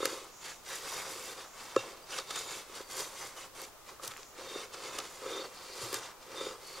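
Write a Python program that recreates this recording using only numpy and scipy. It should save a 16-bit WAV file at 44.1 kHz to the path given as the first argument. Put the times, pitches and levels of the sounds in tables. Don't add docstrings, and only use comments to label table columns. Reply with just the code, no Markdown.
import sys
import numpy as np
from scipy import signal
from scipy.fft import rfft, irfft, next_fast_len
from scipy.io import wavfile
from scipy.ndimage import map_coordinates

SR = 44100
rng = np.random.default_rng(int(sys.argv[2]) if len(sys.argv) > 2 else 0)


def pcm_store(signal):
    levels = np.round(np.clip(np.atleast_2d(signal), -1, 1) * 32767)
    wavfile.write(sys.argv[1], SR, levels.astype(np.int16).T)


N = 299880

# pitch_hz, bandwidth_hz, gain_db
BLADE_MODES = [(1528, 74, 1), (2133, 340, -2.5), (2704, 60, -1.5), (3340, 360, -4.5), (3680, 85, 2.5),
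               (4517, 90, 2), (4960, 140, 0.5), (5900, 136, 1), (6890, 86, 0), (7320, 115, -4.5),
               (8250, 110, -4.5), (9100, 160, -11), (9450, 110, -8), (9960, 340, -11.5), (12200, 260, -11)]
# frequency_hz, coherence (0 to 1)
NEAR_COHERENCE = [(300, 1), (1200, 1), (2200, 0.97), (4500, 0.92), (8500, 0.79), (13000, 0.55)]


def shaving():
    # frequency_hz, gain_db
    tear_spectrum = [(200, -57), (700, -26), (1400, -16), (2000, 1.5), (3000, 0), (5000, -1), (7000, -3.5),
                     (8500, -6.5), (10500, -14), (16000, -30)]
    # frequency_hz, gain_db
    rub_spectrum = [(60, -25), (125, -8.5), (210, -13), (400, -9.5), (720, -4), (1100, 1.5), (1400, -3),
                    (1900, -8.5), (4000, -40)]
    tear_db, board_db, hiss_db, bevel_db = strokes()
    tearing = stereo(friction(rate=2600, spread_db=-1.5, sliding=0.76, clump_db=1.26),
                     spectrum(tear_spectrum))
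    steel = blade(friction(rate=1800, spread_db=-0.5, sliding=0.78, clump_db=0.44))
    bite = np.clip(0.7 + 0.036 * (tear_db + 40.5), 0.05, 0.85)
    cut = np.sqrt(1 - bite) * tearing + np.sqrt(bite) * steel
    cut = amp(-0.54) * board_reflection(cut, delay_s=0.0023, gain=0.41)
    cut += chatter(friction(rate=1600, spread_db=0.5, sliding=0.54, clump_db=0.8))
    hiss = stereo(friction(rate=2600, spread_db=5, sliding=0.88, clump_db=2.0), hiss_response)
    hiss = amp(-1) * board_reflection(hiss, delay_s=0.0012, gain=0.34) + amp(-6.5) * crackle()
    thrum = stereo(friction(rate=500, spread_db=0, sliding=0.32, clump_db=0.2),
                   lambda f: board_response(f) / (1 + (f / 1500) ** 2))
    rub = stereo(friction(rate=1500, spread_db=2.5, sliding=0.66, clump_db=1.5), spectrum(rub_spectrum))
    rub_db = -49.5 + 0.75 * (bevel_db + 45.5)
    return amp(tear_db) * cut + amp(hiss_db) * hiss + amp(board_db - 2.0) * thrum + amp(rub_db) * rub


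def strokes():
    # start_s, build_s, ease_s, release_s, crest_db, swell_db, board_db, hiss_db, bevel_db
    pulls = [(0.0, 0.054, 0.11, 0.068, -41, 6.3, 0, -8.5, -1),
             (.435, 0.012, 0.081, 0.03, -44, 5, -13, -7, -4),
             (0.675, 0.044, 0.088, 0.024, -42, 5.5, -7.5, -4.5, -3.5),
             (.86, 0.08, 0.02, 0.04, -44, 1.5, -6, -5.5, 2),
             (.975, 0.013, 0.071, 0.039, -40.5, 5.4, -5.5, -12, 0),
             (1.1, 0.2, 0.012, 0.031, -46, 0.7, -3.5, -5, -0.5),
             (1.365, 0.013, 0.061, 0.026, -47, 3.9, -6.5, -11, 2),
             (1.565, 0.052, 0.14, 0.035, -49, 5.7, -8, -7, 2),
             (1.78, 0.0082, 0.2, 0.046, -45.5, 14, 1, -20, 0.5),
             (2.12, 0.055, 0.015, 0.027, -43.5, 1.4, -6.5, -9, -2.5),
             (2.313, 0.036, 0.105, 0.039, -42, 3.8, -7, -7.5, -2),
             (2.503, 0.0077, 0.092, 0.042, -43.5, 4.1, -7.5, -7, -2),
             (2.68, .015, .015, .02, -56, 1, -1, -7, 0),
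             (2.75, 0.018, 0.026, 0.033, -43.5, 6.3, -4, -8.5, 0.5),
             (2.92, 0.082, 0.04, 0.032, -40.5, 7.3, -5.5, -0.5, -1),
             (3.09, 0.14, 0.078, 0.041, -47, 6.9, -5, -2.5, 2),
             (3.375, 0.042, 0.038, 0.015, -49, 2.6, -5, -5, 0.5),
             (3.56, 0.076, 0.039, 0.016, -48.5, 5.9, -4, -2.5, 0),
             (3.883, 0.0093, 0.024, 0.022, -50.5, 4.4, -4, -8, 1.5),
             (4.028, 0.007, 0.079, 0.011, -48, 7.3, -3.5, 1.5, 5),
             (4.14, .03, 0.063, 0.027, -56.5, 2.5, -6, -16, -1),
             (4.401, 0.15, 0.083, 0.033, -47, 1.5, 0.5, -27, -1.5),
             (4.75, 0.2, 0.096, 0.03, -43.5, 5.8, -2.5, -20, 0),
             (5.06, .02, 0.13, .032, -53.5, 1.8, -6, -2.5, 2),
             (5.24, 0.084, 0.12, 0.031, -45, 4, 4, -23, 0.5),
             (5.54, 0.24, .025, 0.041, -49, 5.2, -4, -8, -2),
             (5.795, 0.026, 0.11, 0.034, -43, 5.7, -2.5, -3, 0),
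             (5.938, 0.0079, 0.033, 0.026, -40.5, 4.6, -1.5, -8.5, 2),
             (6.02, 0.014, 0.051, 0.033, -48, 4, -9, -20, 5),
             (6.24, 0.09, .01, 0.044, -51, 6.7, 0, -21, -1),
             (6.37, 0.081, 0.051, 0.041, -44, 3.7, 2, -21, 1),
             (6.63, 0.15, .05, 0.034, -50.5, 2.6, -2, -6, -0.5)]
    entry_share, steepness = 0.81, 2.03
    t, power = np.arange(N) / SR, np.full((4, N), 1e-12)
    for start, build, ease, release, crest_db, swell_db, board_db, hiss_db, bevel_db in pulls:
        end, base_db = start + build + ease, crest_db - swell_db
        effort_db = np.interp(t, [start, start + build, end], [base_db, crest_db, base_db])
        outside = (np.maximum(start - t, 0) / entry_share + np.maximum(t - end, 0)) / release
        effort = amp(effort_db) / (1 + outside ** steepness)
        power += (amp([[0], [board_db], [hiss_db], [bevel_db]]) * effort) ** 2
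    return 10 * np.log10(power) + wobble(22)


def friction(rate, spread_db, sliding, clump_db):
    noise = rng.standard_normal((2, N))
    size = amp(spread_db * np.clip(rng.standard_normal(N), -2, 2))
    breaks = (rng.random(N) < rate / SR) * size * rng.choice([-1, 1], (2, N))
    return (unit_rms(breaks) + sliding * noise) * amp(clump_db * (wobble(45) + wobble(260)))


def blade(force, drift=0.008, wander_db=2.5, wanders_per_s=14):
    out, power, n = np.zeros((2, N)), 0, np.arange(N)
    knots = n[::SR // wanders_per_s]
    for hz, width, db in BLADE_MODES:
        gain = amp(db + np.interp(n, knots, wander_db * rng.standard_normal(len(knots))))
        ring = signal.lfilter(*signal.iirpeak(hz, hz / width, SR), gain * force)
        phase_drift = 2 * np.pi * hz * drift * np.cumsum(wobble(3)) / SR
        out += np.real(signal.hilbert(ring) * np.exp(1j * phase_drift))
        power = power + gain ** 2 * width
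    return stereo(out / np.sqrt(power), lambda f: 1 / (1 + (1200 / (f + 1)) ** 4))


def chatter(force, burst_db=3.0):
    # start_s, end_s, pitch_hz, bandwidth_hz, relative_db
    catches = [(0, .034, 3640, 220, -3), (0.052, 0.16, 6870, 400, -9.5), (.43, .55, 1700, 900, -6),
               (.69, .78, 1700, 900, -5), (.68, .77, 3800, 200, -10), (.96, 1.035, 2230, 350, -8),
               (0.95, 1.34, 8050, 300, -14), (1.17, 1.33, 7300, 300, -11), (.67, 1.33, 10050, 600, -17),
               (0.698, 1.36, 12300, 220, -17), (2.12, 2.21, 1520, 220, -7), (2.107, 2.21, 2950, 1000, -5),
               (2.1, 2.6, 3680, 450, -7), (2.33, 2.39, 1390, 600, -5), (2.33, 2.593, 6980, 450, -6),
               (2.92, 3.464, 6130, 400, -9), (3.15, 3.47, 2130, 250, -10), (3.34, 3.47, 2980, 200, -10),
               (4.44, 4.66, 3650, 170, -5), (5.25, 5.45, 3610, 220, -4), (5.39, 5.47, 4480, 300, -2),
               (5.5, 6.01, 4500, 1100, -3), (6.35, 6.49, 3620, 200, -1), (6.6, 6.85, 4440, 450, -3)]
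    out = np.zeros((2, N))
    force = force * amp(burst_db * wobble(55))
    for start, end, hz, width, db in catches:
        push = force[:, int(start * SR):int(end * SR)]
        ring = stereo(push, lambda f: resonances([(hz, width, 0)], f) ** 2)
        add(out, start, amp(db) * ring * signal.windows.tukey(push.shape[1], 0.4))
    return out


def hiss_response(f, ring_db=6.5):
    # frequency_hz, gain_db
    hiss_spectrum = [(3000, -16), (7000, 1), (9500, -4.5), (11000, -6), (13000, -8), (16000, -18)]
    peaks = sum(1 / (1 + (2 * (f - hz) / width) ** 2) for hz, width, _ in BLADE_MODES)
    return amp(log_interp(hiss_spectrum, f)) * np.sqrt(1 + amp(ring_db) ** 2 * peaks)


def crackle(ticks_per_s=170, spread_db=2.0, decay_s=0.00087):
    # frequency_hz, gain_db
    tick_spectrum = [(2500, -12), (6000, 0), (9000, -4), (12500, -7), (16000, -17)]
    size = amp(spread_db * np.clip(rng.standard_normal(N), -2, 1.5))
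    breaks = (rng.random(N) < ticks_per_s / SR) * size
    envelope = signal.lfilter([1], [1, -np.exp(-1 / (decay_s * SR))], breaks)
    return stereo(envelope * rng.standard_normal((2, N)), spectrum(tick_spectrum))


def board_response(f, cutoff_hz=240):
    # pitch_hz, bandwidth_hz, gain_db
    board_modes = [(353.8, 88, -3), (433.5, 103.6, 0), (534, 37.5, 4), (1073, 59, -5), (1238, 116, -2.5),
                   (1333, 36, -1), (1680, 34, -10.5), (2020, 130, -29)]
    s = 1j * f / cutoff_hz
    return resonances(board_modes, f) * s * s / (s * s + 0.57 * s + 1)


def board_reflection(direct, delay_s, gain):
    n = np.arange(N)
    delayed = n - delay_s * SR * (1 + 0.065 * wobble(2))
    reflected = np.array([np.interp(delayed, n, channel) for channel in direct])
    return unit_rms(direct + gain * reflected)


def snaps():
    # time_s, peak_db, low_hz, high_hz, length_s
    splinters = [(0.0547, -14.5, 200, 10000, 0.004), (1.763, -24, 200, 6500, 0.0025),
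                 (2.183, -23.5, 300, 7060, 0.01), (2.3054, -23.5, 200, 7600, 0.0096),
                 (2.357, -26.5, 700, 9000, 0.0088), (2.39, -29, 2500, 9000, .004),
                 (2.507, -33, 1500, 7000, .005), (2.749, -36, 4000, 9000, .012),
                 (2.997, -31, 3000, 11000, .007), (3.617, -31, 5000, 12000, 0.0016),
                 (3.997, -38.5, 400, 1280, 0.00089), (4.035, -37, 500, 6000, .009),
                 (4.076, -25, 3200, 13000, 0.0058), (4.105, -38, 1100, 3500, .022),
                 (4.119, -32, 1200, 8500, 0.0007), (4.1378, -35, 1500, 4500, .0006),
                 (4.165, -32.5, 700, 2400, 0.0021), (4.1712, -34, 6500, 9000, 0.00066),
                 (4.178, -34.5, 1100, 4500, 0.0009), (4.2316, -33.5, 1000, 7000, 0.00089),
                 (4.734, -33.5, 300, 7500, 0.02), (4.9849, -23.5, 500, 8560, 0.0074),
                 (4.999, -30.5, 700, 6000, 0.0086), (5.927, -25.5, 300, 12900, 0.0057),
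                 (5.9417, -19.5, 300, 11000, 0.004)]
    out, t = np.zeros((2, N)), np.arange(-SR // 20, SR // 10) / SR
    for time_s, db, low_hz, high_hz, length_s in splinters:
        def response(f):
            direct, steel = resonances([(4200, 35000, 0)], f), 0.1 * resonances(BLADE_MODES, f)
            oak = 7.9 * board_response(f) * f / (f + 2500)
            band_loss = np.sqrt((1 + (f / high_hz) ** 8) * (1 + (low_hz / (f + 1)) ** 6))
            return (direct + steel + oak) / band_loss
        from_crest = np.abs(t / length_s - 0.45)
        envelope = np.exp(-(from_crest / 0.33) ** 2) + amp(-2) * np.exp(-from_crest / 0.65)
        snap = stereo(envelope * rng.standard_normal((2, len(t))), response)
        add(out, time_s + t[0], amp(db) * snap / np.abs(snap).max())
    return out


def knocks(ring_db=-30, rattle_depth=0.5):
    # time_s, level_db, contact_s
    bumps = [(.002, -27.5, 0.00021), (0.027, -20.5, 0.000074), (.051, -25, 0.000039), (0.072, -31, 0.00031),
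             (0.127, -33, 0.001), (1.7627, -10.5, 0.00014), (2.695, -41, .0003), (2.803, -35, 0.00082),
             (4.19, -45, .00005), (4.557, -30, 0.0012), (4.989, -31, 0.00002), (5.26, -32.5, 0.0004),
             (5.927, -28, 0.00034), (5.945, -29, 0.000095), (6.409, -28.5, 0.00014),
             (6.465, -30.5, 0.00033)]
    # pitch_hz, gain_db, t60_s
    ring_modes = [(1500, 2, .05), (2730, 2, 0.19), (3700, 2, 0.19), (4510, -2, .06), (5890, -2, .07),
                  (6890, 3, .09), (7300, -1, .08)]
    out, t = np.zeros(N), np.arange(SR // 4) / SR
    for time_s, db, contact_s in bumps:
        thud = filtered(np.exp(-t / contact_s), board_response)
        ring = sum(amp(gain_db + rng.normal(0, 1.5) - 60 * t / t60) * np.sin(2 * np.pi * hz * t)
                   for hz, gain_db, t60 in ring_modes)
        ring *= 1 + rattle_depth * wobble(180)[:len(t)]
        add(out, time_s, amp(db) * (thud / np.abs(thud).max() + amp(ring_db) * ring))
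    return out


def bench(pitch_hz=113.5, t60_s=0.14, rise_s=0.0087):
    # time_s, level_db
    jolts = [(1.765, -41), (2.359, -57), (4.079, -48), (5.829, -40), (5.862, -48), (5.951, -49)]
    out, t = np.zeros(N), np.arange(SR // 2) / SR
    note = (1 - np.exp(-t / rise_s)) * amp(-60 * t / t60_s) * np.sin(2 * np.pi * pitch_hz * t)
    for time_s, db in jolts:
        add(out, time_s, amp(db) * note)
    return out * amp([[1], [-1]])


def sleeve():
    # start_s, end_s, level_db
    slides = [(.2, 0.704, -56), (1.359, 1.656, -60), (4.044, 4.424, -59), (5.0, 5.253, -61)]
    # frequency_hz, gain_db
    cloth_spectrum = [(1500, -30), (3500, -25), (5500, 12), (7300, 19), (8300, -28), (11000, -45)]
    out = np.zeros((2, N))
    for start, end, db in slides:
        swell = np.hanning(int((end - start) * SR))
        swish = stereo(rng.standard_normal((2, len(swell))), spectrum(cloth_spectrum))
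        add(out, start, amp(db) * swell * swish)
    return out


def trees():
    # frequency_hz, gain_db
    hush_spectrum = [(20, 1.5), (60, -3), (130, -5), (230, -7), (430, -1), (750, -2.5), (1200, -2),
                     (1600, -9), (2200, -10.5), (3500, -11.5), (7000, -11.5), (10000, -15.5), (15500, -15)]
    # frequency_hz, coherence (0 to 1)
    far_coherence = [(30, 0.43), (120, 0.18), (300, 0.36), (1200, 0.8), (3000, 0.057), (8000, 0.028),
                     (13000, 0.02)]
    level_db = -54.5 + 0.18 * wobble(3.1)
    return amp(level_db) * stereo(rng.standard_normal((2, N)), spectrum(hush_spectrum), far_coherence)


def bird(level_db=-61, blur_hz=220):
    # start_s, length_s, start_hz, end_hz
    notes = [(1.998, 0.089, 4660, 4930), (2.808, 0.12, 4730, 4600)]
    out = np.zeros(N)
    for start_s, length_s, start_hz, end_hz in notes:
        pitch = np.linspace(start_hz, end_hz, int(length_s * SR))
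        scatter = (wobble(blur_hz) + 1j * wobble(blur_hz))[:len(pitch)]
        note = unit_rms(np.real(scatter * np.exp(2j * np.pi * np.cumsum(pitch) / SR)))
        add(out, start_s, amp(level_db) * np.hanning(len(pitch)) * note)
    return out


def resonances(modes, f):
    return sum((-1) ** k * amp(db) * 1j * f * width / (hz * hz - f * f + 1j * f * width)
               for k, (hz, width, db) in enumerate(modes))


def stereo(pair, response, coherence=NEAR_COHERENCE):
    def split(f):
        angle = np.arccos(np.clip(log_interp(coherence, f), -1, 1)) / 2
        return response(f) * np.array([np.cos(angle), np.sin(angle)])
    mid, side = filtered(pair, split)
    return unit_rms(np.array([mid + side, mid - side]))


def filtered(x, response):
    n = x.shape[-1]
    padded = next_fast_len(n + 8192, True)
    return irfft(rfft(x, padded) * response(np.fft.rfftfreq(padded, 1 / SR)), padded)[..., :n]


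def spectrum(points):
    return lambda f: amp(log_interp(points, f))


def log_interp(points, hz):
    frequencies, values = np.transpose(points)
    return np.interp(np.log(hz + 1), np.log(frequencies + 1), values)


def wobble(rate):
    return map_coordinates(rng.standard_normal(int(N * rate / SR) + 4), [np.arange(N) * rate / SR])


def amp(db):
    return 10 ** (np.asarray(db) / 20)


def unit_rms(x):
    return x / np.sqrt(np.mean(x ** 2) + 1e-20)


def add(track, start_s, sound):
    part = track[..., max(round(start_s * SR), 0):][..., :sound.shape[-1]]
    part += sound[..., :part.shape[-1]]


def scene():
    work = shaving() + snaps() + knocks() + sleeve()
    return work * amp([[-0.15], [0.15]]) + bench() + trees() + bird()


def record(dry):
    cutoff_hz = 15800
    return filtered(dry, lambda f: f < cutoff_hz)


dry = scene()
out = record(dry)
pcm_store(out)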